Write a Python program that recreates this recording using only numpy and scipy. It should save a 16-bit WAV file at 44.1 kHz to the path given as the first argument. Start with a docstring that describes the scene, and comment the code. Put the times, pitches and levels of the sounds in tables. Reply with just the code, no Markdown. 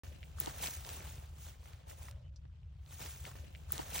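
"""A quiet field. Close by, a hawk shuffles wings and feet in dry leaves: feathers brush, leaves crackle,
twigs snap. Far off a slow engine, probably a one-cylinder pump, thumps once per firing over its echoes.
A faint drone swells twice, a few dull bumps sound and a small bird peeps once.
A splice at 2.3 s briefly drops the hush and brings the next thumps 40 ms early.
Near the end everything starts over."""
import sys
import numpy as np
from scipy import signal
from scipy.fft import rfft, irfft
from scipy.io import wavfile
from scipy.ndimage import uniform_filter1d

SR = 44100
rng = np.random.default_rng(int(sys.argv[2]) if len(sys.argv) > 2 else 0)


def log_audio(samples):
    """Write samples as a 16-bit WAV file to the path given in sys.argv[1]."""
    # one column per channel
    frames = np.atleast_2d(samples).T
    # limit to full scale, then quantise
    limited = np.clip(frames, -1, 1)
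    pcm = np.round(limited * 32767).astype(np.int16)
    wavfile.write(sys.argv[1], SR, pcm)


N = 176400


def undb(db):
    """Decibels to gain."""
    return 10 ** (np.asarray(db) / 20)


def unit(x):
    """Scale to rms 1."""
    return x / np.sqrt(np.mean(x ** 2) + 1e-30)


def over_hz(points):
    """Table read at every FFT bin, on a log frequency axis."""
    hz, value = np.array(points).T
    return np.interp(np.log(np.arange(N // 2 + 1) * SR / N + 1), np.log(hz), value)


def colour(x, spectrum):
    """Shape the spectrum; result at rms 1."""
    return unit(irfft(rfft(x) * undb(over_hz(spectrum)), N))


def band(x, hz, octaves):
    """Resonant band-pass."""
    edges_hz = [min(hz * 2 ** (-octaves / 2), SR * .4), min(hz * 2 ** (octaves / 2), SR * .48)]
    return signal.sosfilt(signal.butter(2, edges_hz, "band", fs=SR, output="sos"), x)


def walk(per_s):
    """Smooth random wander, spread near 1."""
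    return np.interp(np.arange(N) / SR * per_s, np.arange(N // 100), rng.standard_normal(N // 100))


def swell(t, peak_s, width_s):
    """Gaussian envelope, 1/e at width_s from the peak."""
    return np.exp(-((t - peak_s) / width_s) ** 2)


def crackle(per_s, spread_db=3.5, brush_db=-3.5, leaf_db=4, flutter_db=1.45):
    """Tiny leaf fractures over brushing noise; each leaf lends its colour for a few milliseconds."""
    clicks = (rng.random(N) < per_s / SR) * rng.choice([-1, 1], N)
    clicks = clicks * undb(spread_db * np.minimum(rng.exponential(size=N), 4))
    brush = undb(brush_db) * rng.standard_normal(N)
    cells = signal.stft(unit(clicks) + brush, nperseg=256)[2]
    patches = uniform_filter1d(rng.standard_normal(cells.shape), size=4, axis=0)
    patches = unit(uniform_filter1d(patches, size=3, axis=1)).clip(-2, 2)
    leaves = signal.istft(cells * undb(leaf_db * patches), nperseg=256)[1][:N]
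    return leaves * undb(flutter_db * walk(per_s=130))


def field_hush(t, stir_db=2.8):
    """Faint open-air hush of stirring leaves; the level dips briefly at the splice."""
    # Each row: frequency in Hz, relative level in dB.
    spectrum = [(40,0),(150,9),(350,-1.5),(600,-3),(1000,-11),(1700,-13.5),(2900,-9),(4000,-17),(8000,-25.5),(11000,-53)]
    # Each row: time in seconds, level in dB.
    levels = [(0,-60.5),(2.1,-71),(2.297,-69.5),(2.306,-92),(2.335,-69.5),(2.71,-73),(3.3,-80)]
    leaves = np.array([colour(crackle(per_s=1400), spectrum) for _ in range(2)])
    return leaves * undb(np.interp(t, *np.array(levels).T) + stir_db * walk(per_s=24))


def rustle(t, crisp_gain_db=9.5, litter_gain_db=3):
    """Wings sweep the crisp top leaves and feet press the litter below, in uneven bursts."""
    # Each row: time in seconds, crisp level in dB, litter level in dB, both before their gains.
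    levels = [(.04,-65.5,-62),(.2,-77,-76.5),(.26,-72.5,-72),(.35,-77,-73.5),(.41,-53,-55.5),(.48,-57,-55),(.55,-61,-61),(.6,-56,-55),(.642,-44.5,-49),
              (.675,-49,-51),(.705,-55,-61),(.745,-54.5,-60),(.83,-63.5,-65),(.89,-56,-56),(.96,-55,-61.5),(1.01,-63,-58),(1.07,-59.5,-61),(1.28,-73,-67),
              (1.335,-78.5,-72),(1.425,-61.5,-69.5),(1.49,-60.5,-63.5),(1.58,-79.5,-73),(1.68,-67,-65),(1.85,-88.5,-73),(1.9,-58,-65.5),(1.96,-72,-68.5),
              (2.03,-63,-66),(2.09,-65.5,-66),(2.15,-88,-71.5),(2.3,-106,-84.5),(2.7,-105,-81),(2.84,-84,-75.5),(2.925,-60.5,-63.5),(2.98,-62,-69),(3.02,-53,-52),
              (3.13,-59.5,-65.5),(3.22,-64,-69),(3.27,-59.5,-55),(3.34,-70,-67)]
    # Top leaves and feathers. Each row: frequency in Hz, relative level in dB.
    crisp_spectrum = [(500,-32),(1500,-4.5),(2800,-0.5),(4800,-4.5),(6500,1),(8500,-1),(11000,2.5),(15500,3)]
    # Pressed litter. 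Each row: frequency in Hz, relative level in dB.
    litter_spectrum = [(50,-55),(150,7.5),(250,-4),(500,1),(800,0.5),(1200,-2),(2000,-8),(3500,-8),(15000,-28)]
    at_s, crisp_db, litter_db = np.array(levels).T
    crisp = colour(crackle(per_s=3000), crisp_spectrum)
    crisp *= undb(np.interp(t, at_s, crisp_db) + crisp_gain_db)
    litter = colour(crackle(per_s=1300), litter_spectrum)
    litter *= undb(np.interp(t, at_s, litter_db) + litter_gain_db)
    return crisp + litter


def snap(start_s, db, hz, octaves, decay_s, crack, size=4096):
    """Impulse of height crack plus a splintering tail; db is the rms with all energy put in 5 ms."""
    splinters = rng.standard_normal(size) * np.exp(-np.arange(size) / SR / decay_s)
    burst = unit(splinters) / np.sqrt(size)
    burst[0] += crack
    sound = undb(db) * unit(band(burst, hz, octaves)) * np.sqrt(.005 * SR / size)
    return np.pad(sound, (int(start_s * SR), N))[:N]


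def twigs(crack, decay_cycles=2.9):
    """Thick twigs snap lower and splinter longer than thin ones; one dry stalk scrapes in the pause."""
    # Each row: start in seconds, level in dB, centre in Hz, width in octaves.
    breaks = [(.0665,-57.5,2120,0.93),(0.2299,-54,2580,0.83),(0.2358,-55.5,2500,0.76),(0.2384,-61,2550,.55),(0.3841,-53.5,1266,0.43),
              (0.4015,-27.5,14800,0.41),(0.46,-43.5,4770,1.7),(0.4727,-47.5,1670,2.4),(0.6718,-42.5,3430,1.1),
              (.8492,-49.5,2500,2.9),(.865,-50,6000,2.2),(0.8913,-41.5,6500,4.1),(1.005,-54,1900,0.52),(1.1118,-56.5,4000,3.2),(1.485,-59,796,2.4),
              (1.657,-60,1400,1.9),(1.733,-56.5,1290,2.5),(1.9127,-56.5,1490,.9),(2.0842,-51.5,1280,1.36),(2.112,-55,6900,2.3),
              (2.453,-67,840,3.1),(2.632,-75,2650,0.47),(2.862,-65,3140,1.3),(3.061,-50.5,1800,2.7),(3.2528,-48.5,2420,1.04),(3.28,-55,940,0.92)]
    snaps = sum(snap(at_s, db, hz, octaves, decay_cycles / hz, crack) for at_s, db, hz, octaves in breaks)
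    scrape = snap(start_s=2.36, db=-60, hz=5100, octaves=0.58, decay_s=0.009, crack=0)
    return snaps + scrape


def diffuse_rustle(t, side_db=-0.5):
    """Rustle and splintering from all around, nearly unrelated left and right."""
    mid = rustle(t) + twigs(crack=0)
    side = rustle(t) + twigs(crack=0)
    return (mid + np.array([[-1], [1]]) * undb(side_db) * side) / np.hypot(1, undb(side_db))


def hawk(t):
    """Rustle and snaps from ahead reach two microphone ports out of step, mixed with diffuse sound."""
    # Each row: frequency in Hz, lead of the right port in radians.
    port_phase = [(4800,0),(6000,.7),(8000,1.8),(9600,2.3),(10800,3.1),(13400,3.2),(14500,3.8),(15600,4.4)]
    # Share of diffuse sound; a notch near 11 kHz leaves left and right almost purely opposite in phase.
    # Each row: frequency in Hz, relative level in dB.
    diffuse_share = [(150,-28),(400,12.5),(1100,6),(1800,-11),(2800,5),(3700,0),(5200,-0.5),(9000,-6.5),(10200,-7.5),(11000,-28.5),(13200,-12.5),(14200,-7)]
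    ahead = rustle(t) + twigs(crack=1.13)
    direct = rfft(ahead) * np.exp(.5j * np.array([[-1], [1]]) * over_hz(port_phase))
    share = undb(over_hz(diffuse_share))
    diffuse = share * rfft(diffuse_rustle(t))
    return irfft((direct + diffuse) / np.hypot(1, share), N)


def far_drone(t):
    """Faint narrow band of noise that swells and fades twice."""
    # Each row: peak time in seconds, level in dB.
    peaks = [(.08,-70),(2.101,-69)]
    envelope = sum(undb(db) * swell(t, at_s, width_s=0.21) for at_s, db in peaks)
    return envelope * unit(band(rng.standard_normal((2, N)), hz=566, octaves=0.25))


def engine(t, firing_hz=7.25, first_s=.088, splice_at_s=2.302, splice_shift_s=.04):
    """One dull thump per firing; the land returns the same echoes each time and blurs them to a rumble."""
    # Echoes and rumble. Each row: frequency in Hz, relative level in dB.
    spectrum = [(22,-43),(32,-17),(50,0),(70,4),(100,-2),(140,-5.5),(175,-14.5),(240,-39),(400,-71.5)]
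    # Fading and returning on the air. Each row: time in seconds, gain in dB.
    carry = [(0,-2),(.5,0.5),(.85,-1),(1.25,.5),(1.8,-4),(2.13,3),(2.35,-1),(2.6,-0.5),(3.3,0)]
    thump_hz, jitter_db, echo_decay_s = 72.4, 1.2, 0.1
    thump_db, echo_db, rumble_db = -40.5, -57, -53.5  # before pan and carry
    firings_s = first_s + np.arange(N * 8 // SR) / firing_hz
    firings_s -= splice_shift_s * (firings_s > splice_at_s)
    strengths = undb(jitter_db * rng.standard_normal(len(firings_s)))
    thumps = sum(strength * np.cos(2 * np.pi * thump_hz * (t - at_s)) * swell(t, at_s, width_s=0.012)
                 for at_s, strength in zip(firings_s, strengths))
    pulses = np.bincount((firings_s * SR).astype(int), strengths, N)[:N]
    land_response = rng.standard_normal(N) * np.exp(-t / echo_decay_s)
    echoes = colour(irfft(rfft(pulses) * rfft(land_response), N), spectrum)
    rumble = colour(rng.standard_normal(N) + 0.18 * rng.standard_normal((2, N)), spectrum)
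    sound = undb(thump_db) * thumps + undb(echo_db) * echoes + undb(rumble_db) * rumble
    pan = undb([[.5], [-.5]])
    return sound * pan * undb(np.interp(t, *np.array(carry).T))


def bumps(t):
    """Short dull bumps at the microphone push its two ports in opposite directions."""
    # Each row: peak time in seconds, level in dB.
    peaks = [(0.478,-31.5),(1.873,-50),(1.91,-51),(1.932,-50),(2.454,-55)]
    envelope = sum(undb(db) * swell(t, at_s, width_s=0.004) for at_s, db in peaks)
    return envelope * unit(band(rng.standard_normal(N), hz=463, octaves=1.1)) * np.array([[1], [-1]])


def bird_peep(t, hz=2990, level_db=-72.3):
    """One short, slightly wavering tone from a small distant bird."""
    pitch_hz = hz * (1 + 0.022 * walk(per_s=300))
    tone = np.sin(2 * np.pi * np.cumsum(pitch_hz) / SR)
    return undb(level_db) * swell(t, peak_s=2.26, width_s=.022) * tone


def scene():
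    """Hawk in front, engine and field behind."""
    t = np.arange(N) / SR
    return hawk(t) + bumps(t) + engine(t) + field_hush(t) + far_drone(t) + bird_peep(t)


def record(dry, start_s=.035, loop_s=3.32, top_hz=15900):
    """The sound cuts in at start_s and starts over after loop_s; steep low-pass at top_hz."""
    start = int(start_s * SR)
    elapsed = np.arange(N) - start
    looped = dry[:, start + elapsed % int(loop_s * SR)] * (elapsed >= 0)
    return signal.sosfilt(signal.ellip(10, .2, 80, top_hz, fs=SR, output="sos"), looped)


dry = scene()
out = record(dry)
log_audio(out)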